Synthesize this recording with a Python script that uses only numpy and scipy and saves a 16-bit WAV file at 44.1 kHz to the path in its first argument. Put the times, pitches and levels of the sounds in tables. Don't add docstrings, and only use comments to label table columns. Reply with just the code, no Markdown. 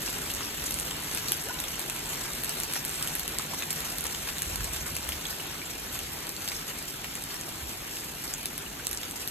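import sys
import numpy as np
from scipy import signal
from scipy.fft import rfft, irfft
from scipy.io import wavfile
from scipy.ndimage import map_coordinates

SR = 44100
rng = np.random.default_rng(int(sys.argv[2]) if len(sys.argv) > 2 else 0)


def unload_audio(sound):
    columns = np.transpose(np.atleast_2d(sound))
    steps = np.round(np.clip(columns, -1, 1) * 32767)
    wavfile.write(sys.argv[1], SR, steps.astype(np.int16))


N = 410130
TIME = np.arange(N) / SR
FREQS = np.arange(N // 2 + 1) * SR / N

# t/s, level/dB
SHOWER_LEVEL = [(0, -1), (.7, -1), (1.7, -1.45), (2.7, -1), (4.7, -2.06), (6.5, -3.5), (8.1, -4.5),
                (9.3, -4.5)]
# f/Hz, level/dB per Hz
LAWN_SPECTRUM = [(1500, -11.5), (3500, -8), (5200, 4), (7000, 1.5), (9300, 4), (12000, 2), (14000, -1),
                 (15000, -21)]
LAWN_DB = -38


def lawn(swell_db):
    impulses = grains(per_s=5000, scatter_db=1.5)
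    hiss = patchy(colour(impulses, LAWN_SPECTRUM), patchy_db=3.5, per_s=30, width_hz=396)
    spatter_db = 1.6 * clumps(per_s=80, fade_s=.0045)
    return spread(hiss) * undb(LAWN_DB + curve(SHOWER_LEVEL) + swell_db + spatter_db)


# f/Hz, level/dB per Hz
WOOD_SPECTRUM = [(200, -14), (450, -3), (780, -0.5), (1150, -2.5), (1550, -1.5), (2000, -2.5), (2700, -1),
                 (3800, -3), (5500, -12), (9000, -12.5)]
WOOD_DB = -37
WOOD_SWELL_SHARE = 0.36


def fence(swell_db):
    impulses = grains(per_s=2400, scatter_db=1.0)
    patter = patchy(colour(impulses, WOOD_SPECTRUM), patchy_db=2.5, per_s=35, width_hz=238.8)
    spatter_db = .5 * clumps(per_s=60, fade_s=0.02)
    level_db = WOOD_DB + curve(SHOWER_LEVEL) + WOOD_SWELL_SHARE * swell_db + spatter_db
    return spread(patter) * undb(level_db)


# t/s, swell level/dB
FLURRIES = [(.73, 0.5), (1.17, 3), (2.75, -0.5), (3.09, 2.5), (3.79, 0), (4.76, 6), (5.11, 2.5),
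            (5.95, 6.5), (6.44, 2.5), (7.31, 5), (7.96, 2.5), (8.22, 3.5), (8.29, 3), (8.92, -0.5)]
FLURRY_WIDTH_S = .022


def flurries(surge_db, per_s):
    thick_db = sum(db * bell(s, FLURRY_WIDTH_S) for s, db in FLURRIES)
    return thick_db + surge_db * clumps(per_s, fade_s=0.02)


# t/s, tick level/dB, tick f/Hz, board knock level/dB
TICKS = [(0.02, -17, 9500, -39), (0.0515, -18, 10000, -38), (0.1012, -17, 11500, -40),
         (0.128, -18, 11000, -40), (0.1412, -23, 9500, -35), (0.2183, -18, 9500, -39),
         (0.3034, -18, 10000, -25), (0.339, -15, 9000, -38), (0.349, -13, 10300, -37),
         (0.64, -15, 9500, -38), (0.7093, -9, 10300, -27), (0.7225, -15, 9500, -30),
         (0.742, -9.5, 9400, -27), (0.759, -20, 10000, -38), (0.7884, -14.5, 8800, -32),
         (0.799, -11.5, 9100, -36), (1.0355, -18, 10500, -42), (1.148, -10.5, 9900, -38),
         (1.1736, -14.5, 10500, -38), (1.284, -10.5, 11200, -19.5), (1.32, -1, 11400, -18),
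         (1.438, -18, 10000, -38), (1.602, -10.5, 11000, -36), (1.6397, -14, 9600, -22),
         (1.7948, -12, 9700, -28), (1.8985, -12.5, 8300, -27.5), (1.9515, -20, 10000, -38),
         (2.058, -19, 7900, -28), (2.334, -16, 8000, -35), (2.436, -10, 10500, -25),
         (2.4454, -11, 10500, -38), (2.4937, -9.5, 9800, -34), (2.601, -10, 8400, -28),
         (2.6344, -9.5, 10100, -36), (2.7255, -14, 9000, -38), (2.7367, -7.5, 10000, -40),
         (2.8503, -9, 9700, -38), (2.894, -14, 9150, -40), (3.026, -7.5, 9000, -23),
         (3.0746, -12, 10300, -22), (3.1532, -8, 10400, -30), (3.1958, -9, 10300, -26),
         (3.279, -10, 10800, -27), (3.3858, -7.5, 8500, -44), (3.7062, -8.5, 9500, -46),
         (3.729, -9.5, 11500, -46), (3.805, -14, 10600, -28), (3.9842, -10, 10400, -30),
         (4.0085, -12, 10000, -38), (4.041, -11, 11500, -38), (4.0545, -17, 9800, -34),
         (4.0673, -11, 10200, -36), (4.3833, -13, 9200, -38), (4.4204, -6, 9600, -43),
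         (4.5583, -10, 10400, -38), (4.644, -11.5, 8700, -34), (4.7352, -14, 9500, -34),
         (4.953, -15, 9000, -22), (4.9662, -9.5, 10000, -24), (5.0905, -10, 11000, -34),
         (5.2538, -23, 8000, -25), (5.2683, -21, 7300, -32), (5.9906, -13.5, 9000, -25),
         (6.269, -18, 9500, -38), (6.2925, -13, 9200, -34), (6.3652, -19, 7650, -25),
         (6.4875, -11.5, 10600, -17), (6.7878, -17, 11000, -38), (6.8255, -18, 10000, -37),
         (7.154, -13, 9300, -37), (7.239, -17, 10300, -30), (7.343, -16.5, 9300, -36),
         (7.412, -16.5, 8500, -40), (7.4905, -20, 10100, -39.5), (8.0092, -21, 9700, -36),
         (8.2785, -24, 9500, -24), (8.4314, -18, 9700, -42), (8.3386, -10.5, 7400, -41),
         (8.4574, -8, 10200, -38), (8.5795, -12, 9800, -37), (8.8694, -6.5, 8600, -40),
         (8.913, -11, 11000, -45), (8.9303, -11, 9400, -42), (8.948, -18, 8500, -35),
         (8.974, -16, 8200, -23.5), (9.111, -17, 8400, -35), (9.2756, -10, 10200, -47)]
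TICK_ECHO_DB, TAP_ECHO_DB = -5.5, -1
HOP_LOSS_DB = 14


def near_ticks():
    s, tick_db, hz, knock_db = np.transpose(TICKS)
    ticks = impacts(zip(s, tick_db, hz), cycles=.9, crack=.8, crack_s=.0006, bright=.7,
                    echo_db=TICK_ECHO_DB, echo_t60_s=.085)
    boards = zip(s, knock_db, rng.uniform(2350, 5300, len(s)))
    knocks = impacts(boards, cycles=1.0, crack=0.55, crack_s=0.0024, bright=3.7,
                     echo_db=TAP_ECHO_DB, echo_t60_s=0.11)
    hop_s = rng.uniform(0.02, 0.079, len(s))
    hops = np.column_stack([s + hop_s, tick_db - HOP_LOSS_DB, hz])
    others = stray(top_db=-15, range_db=8.5, low_hz=7000, high_hz=12500, count=850)
    small = impacts(np.vstack([hops, others]), cycles=.7, crack=.9, crack_s=.0004, bright=.75,
                    echo_db=-2.5, echo_t60_s=.025)
    return ticks + knocks + small


# t/s, level/dB, ring f/Hz
TAPS = [(0.077, -26, 2820), (0.301, -22, 3240), (0.407, -26, 1380), (0.9102, -21, 3160),
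        (1.174, -18.5, 2640), (1.963, -22.5, 3200), (2.746, -28, 2300), (2.756, -25, 1900),
        (2.762, -27, 950), (3.545, -29, 1900), (3.623, -20, 2520), (4.054, -28, 1020), (4.055, -24, 2900),
        (4.148, -21, 3280), (4.274, -26, 1540), (4.287, -23, 2500), (4.29, -26, 1150), (4.368, -32, 1700),
        (4.607, -28, 1450), (5.09, -22, 3100), (5.121, -19, 3200), (6.477, -18.5, 3370), (6.518, -21, 2470),
        (7.044, -22.5, 3000), (7.969, -21, 3880), (9.032, -20, 3470)]
SNAP_DB, SNAP_HZ = -5, 7000


def near_taps():
    loud = impacts(TAPS, cycles=1.0, crack=1.6, crack_s=.0016, bright=1.1,
                   echo_db=TAP_ECHO_DB, echo_t60_s=.09)
    onsets = [(s, db + SNAP_DB, SNAP_HZ) for s, db, hz in TAPS]
    snaps = impacts(onsets, cycles=.7, crack=1, crack_s=.0005, bright=.7,
                    echo_db=TICK_ECHO_DB, echo_t60_s=.06)
    others = stray(top_db=-27, range_db=8.5, low_hz=1680, high_hz=4400, count=320)
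    small = impacts(others, cycles=0.94, crack=1.0, crack_s=0.0022, bright=0.64,
                    echo_db=TAP_ECHO_DB, echo_t60_s=0.096)
    return loud + snaps + small


# t/s, peak level/dB, ring f/Hz
PINGS = [(0.078, -28, 2740), (0.658, -29, 6900), (1.588, -28, 3900), (2.494, -28, 4530), (3.396, -29, 1160),
         (3.535, -28.5, 1030), (3.623, -28.5, 3640), (3.624, -28.5, 2450), (4.606, -33, 1600),
         (4.805, -29, 6360), (5.254, -25, 3400), (5.267, -36, 6680), (5.399, -28.5, 2890),
         (5.617, -28, 2350), (5.655, -31, 7450), (7.309, -33, 4480), (8.339, -28, 6800), (8.663, -32, 2830),
         (8.797, -32, 1590), (9.228, -33, 2640)]
PING_T60_S, PING_ECHO_DB = 0.014, 0


def near_pings():
    direct, echoes = np.zeros((2, N)), np.zeros((2, N))
    t = np.arange(2048) / SR
    for s, db, hz in PINGS:
        ring = undb(db - 60 * t / PING_T60_S) * np.sin(2 * np.pi * hz * t)
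        add(direct, np.array([ring, ring]), s)
        add(echoes, scatter(ring, t60_s=0.078), s)
    return direct + undb(PING_ECHO_DB) * spread(echoes)


# start t/s, peak t/s, f/Hz at the peak, peak level/dB, rise of the last octave t/s
GURGLE_NOTES = [(1.479, 1.501, 1515, -31, .5), (1.438, 1.510, 1020, -33, .037)]
GURGLE_ATTACK_S, GURGLE_PEAK_S = .025, .005
GURGLE_LEAD_DB, GURGLE_FLUTTER_DB = -8, 1.5
GURGLE_WAVER = .018


def gurgle():
    notes, wobble = 0, walk(90)
    for start, s, hz, db, octave_s in GURGLE_NOTES:
        fade_in = (TIME - start) / GURGLE_ATTACK_S
        fade_out = (s - TIME) / GURGLE_PEAK_S
        lead_in = np.clip(np.minimum(fade_in, fade_out), 0, 1)
        flutter = undb(GURGLE_LEAD_DB + GURGLE_FLUTTER_DB * wobble)
        loudness = np.maximum(flutter * lead_in, bell(s, GURGLE_PEAK_S))
        pitch = hz * (1 + GURGLE_WAVER * wobble) / (1 + np.maximum(s - TIME, 0) / octave_s)
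        notes = notes + undb(db) * loudness * np.sin(2 * np.pi * np.cumsum(pitch) / SR)
    return notes + undb(-4) * scatter(notes, t60_s=0.7)[:, :N]


# f/Hz, level/dB per Hz
RUMBLE_SPECTRUM = [(24, -26), (36, -4), (46, 3.5), (70, 0.5), (100, -1.5), (130, -2.5), (190, -1.5),
                   (290, -1.5), (400, -3.5), (560, -13.5), (1200, -22.5)]
# t/s, level/dB
RUMBLE_LEVEL = [(0, -41), (1.3, -43.5), (4.2, -44), (6.3, -45)]


def rumble():
    noise = colour(rng.standard_normal((2, N)), RUMBLE_SPECTRUM)
    return spread(noise) * undb(curve(RUMBLE_LEVEL))


# f/Hz, level/dB per Hz
DRONE_SPECTRUM = [(110, -44), (140, -10), (157, -9), (175, -15), (220, -40)]
# f/Hz, level/dB against the drone's noise
DRONE_LINES = [(146, -.5), (159, 1.5)]
DRONE_WAVER = 0.01096


def drone():
    tone = colour(rng.standard_normal(N), DRONE_SPECTRUM)
    for hz, db in DRONE_LINES:
        pitch = hz * (1 + DRONE_WAVER * walk(3.36))
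        tone = tone + undb(db) * unit(np.sin(2 * np.pi * np.cumsum(pitch) / SR))
    return tone * undb(np.interp(TIME, [3.6, 5.2], [-56.3, -61]))


# f/Hz, level/dB per Hz
GUST_SPECTRUM = [(15, -30), (30, -10), (45, 4), (70, 7.5), (110, -3), (200, -10.5), (500, -36)]
# peak t/s, peak level/dB, bell width t/s
GUSTS = [(4.05, -48, 0.055), (4.493, -41.5, 0.025), (4.62, -36.5, 0.052), (4.8, -50, .25),
         (4.825, -41, .023), (4.94, -39.5, 0.02), (5.123, -43.5, 0.053), (5.978, -47.5, 0.15),
         (7.62, -48, 0.083)]


def gusts():
    noise = colour(rng.standard_normal((2, N)), GUST_SPECTRUM)
    return spread(noise) * sum(undb(db) * bell(s, width_s) for s, db, width_s in GUSTS)


def impacts(rows, cycles, crack, crack_s, bright, echo_db, echo_t60_s):
    direct, echoes = np.zeros((2, N)), np.zeros((2, N))
    t = np.arange(400) / SR
    for s, db, hz in rows:
        age = t * hz / cycles
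        ring = age * np.exp(1 - age) * np.sin(2 * np.pi * (hz * t + rng.random()))
        pole = np.exp(-2 * np.pi * bright * hz / SR)
        crumble = rng.standard_normal(len(t)) * np.exp(-t / crack_s)
        burst = signal.lfilter([1, -1], [1, -2 * pole, pole ** 2], crumble)
        hit = undb(db) * np.std(ring) * unit(unit(ring) + crack * unit(burst))
        add(direct, aside(hit), s)
        add(echoes, scatter(hit, echo_t60_s), s)
    return direct + undb(echo_db) * spread(echoes)


def stray(top_db, range_db, low_hz, high_hz, count):
    when, area, pitch = rng.random((count, 3)).T
    s = when * N / SR
    db = top_db + 3.0 * curve(SHOWER_LEVEL, s) - range_db * np.log10(1 + 9 * area)
    return np.column_stack([s, db, low_hz * (high_hz / low_hz) ** pitch])


PORT_PAN_DB, PORT_LAG_S = 1.8, 6e-6


def aside(hit):
    port = np.array([[.5], [-.5]])
    pan, lag = rng.standard_normal(2)
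    hz = np.fft.rfftfreq(len(hit), 1 / SR)
    shift = np.exp(-2j * np.pi * hz * (port * lag + 2) * PORT_LAG_S)
    return irfft(rfft(hit) * undb(port * pan * PORT_PAN_DB) * shift, len(hit))


WALL_S, WALL_SMEAR_S, WALL_DB = .0105, 0.0018, 1


def scatter(sound, t60_s):
    t = np.arange(4096) / SR
    wall = undb(WALL_DB) * np.exp(-((t - WALL_S) / WALL_SMEAR_S) ** 2)
    fade = undb(-60 * t / t60_s) * (1 + wall)
    tail = rng.standard_normal((2, len(t))) * fade / np.sqrt(np.sum(fade ** 2))
    return signal.fftconvolve(sound[None], tail, axes=1)


def grains(per_s, scatter_db):
    lands = rng.random((2, N)) < per_s / SR
    size = undb(scatter_db * np.clip(rng.standard_normal((2, N)), -2, 2))
    return lands * size * rng.choice([-1, 1], (2, N))


def clumps(per_s, fade_s):
    lands = (rng.random(N) < per_s / SR) * 1.
    swell = signal.lfilter([1], [1, -np.exp(-1 / (fade_s * SR))], lands)
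    return np.minimum(unit(swell - swell.mean()), 3)


def patchy(x, patchy_db, per_s, width_hz):
    hz, s, bands = signal.stft(x, SR, nperseg=512)
    field = rng.standard_normal((256, 1024))
    place = np.meshgrid(hz / width_hz, s * per_s, indexing="ij")
    flicker_db = patchy_db * map_coordinates(field, place, order=1, mode="wrap")
    return unit(signal.istft(bands * undb(flicker_db), SR)[1][:, :N])


# f/Hz, coherence (0-1)
PORT_LIKENESS = [(60, 0.99), (160, 0.86), (330, 0.9), (600, 0.02), (1000, 0.37), (1500, 0.45), (2200, 0.27),
                 (3300, 0.23), (4300, 0.32), (5000, 0.74), (6200, 0.54), (7500, 0.6), (9800, 1),
                 (13000, 0.9), (14800, 1)]


def spread(pair):
    alike = np.clip(across(PORT_LIKENESS), 0, .99)
    shares = np.sqrt([(1 + alike) / 2, (1 - alike) / 2])
    common, apart = irfft(rfft(pair) * shares, N)
    return np.array([common + apart, common - apart])


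def undb(db):
    return 10 ** (np.asarray(db) / 20)


def unit(x):
    return x / np.sqrt(np.mean(x ** 2))


def curve(rows, t=TIME, axis=1):
    rows = np.array(rows)
    return np.interp(t, rows[:, 0], rows[:, axis])


def across(points):
    hz, value = np.transpose(points)
    return np.interp(np.log(FREQS + 1), np.log(hz), value)


def colour(x, points):
    return unit(irfft(rfft(x) * undb(across(points)), N))


def walk(rate):
    return unit(irfft(rfft(rng.standard_normal(N)) / (1 + (FREQS / rate) ** 4), N))


def bell(s, width_s):
    return np.exp(-.5 * np.minimum(np.abs(TIME - s) / width_s, 10) ** 2)


def add(out, sound, s):
    start = int(np.clip(s * SR, 0, N - 1))
    out[:, start:start + sound.shape[1]] += sound[:, :N - start]


def scene():
    swell_db = flurries(surge_db=1.57, per_s=16)
    shower = lawn(swell_db) + fence(swell_db)
    pellets = near_ticks() + near_taps() + near_pings()
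    background = rumble() + drone() + gusts()
    return shower + pellets + gurgle() + background


# f/Hz, level/dB
PORT_BALANCE = [(130, -1), (280, 1.5), (550, 2), (1100, -0.5), (2400, 0.5), (6000, 0.5), (9000, -0.5)]
# f/Hz, phase/rad
PORT_LEAD = [(20, 0), (600, 0), (950, -.8), (1850, .1), (2500, -.7), (3300, -1.4), (4000, -.6), (4700, 3.1),
             (5400, 3.4), (7000, 6.2), (9800, 9.42), (11800, 12.2), (13000, 12.9), (14500, 15.7)]
# f/Hz, level/dB
MICROPHONE_ROLLOFF = [(13000, 0), (14600, -3), (16000, -9)]
TOP_HZ = 16000


def record(dry):
    side_db = across(PORT_BALANCE) / 2
    lag = np.exp(-1j * curve(PORT_LEAD, FREQS))
    ports = np.array([undb(side_db), undb(-side_db) * lag])
    heard = irfft(rfft(dry) * ports * undb(across(MICROPHONE_ROLLOFF)), N)
    lowpass = signal.ellip(8, .2, 70, TOP_HZ, fs=SR, output="sos")
    return signal.sosfilt(lowpass, heard)


dry = scene()
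out = record(dry)
unload_audio(out)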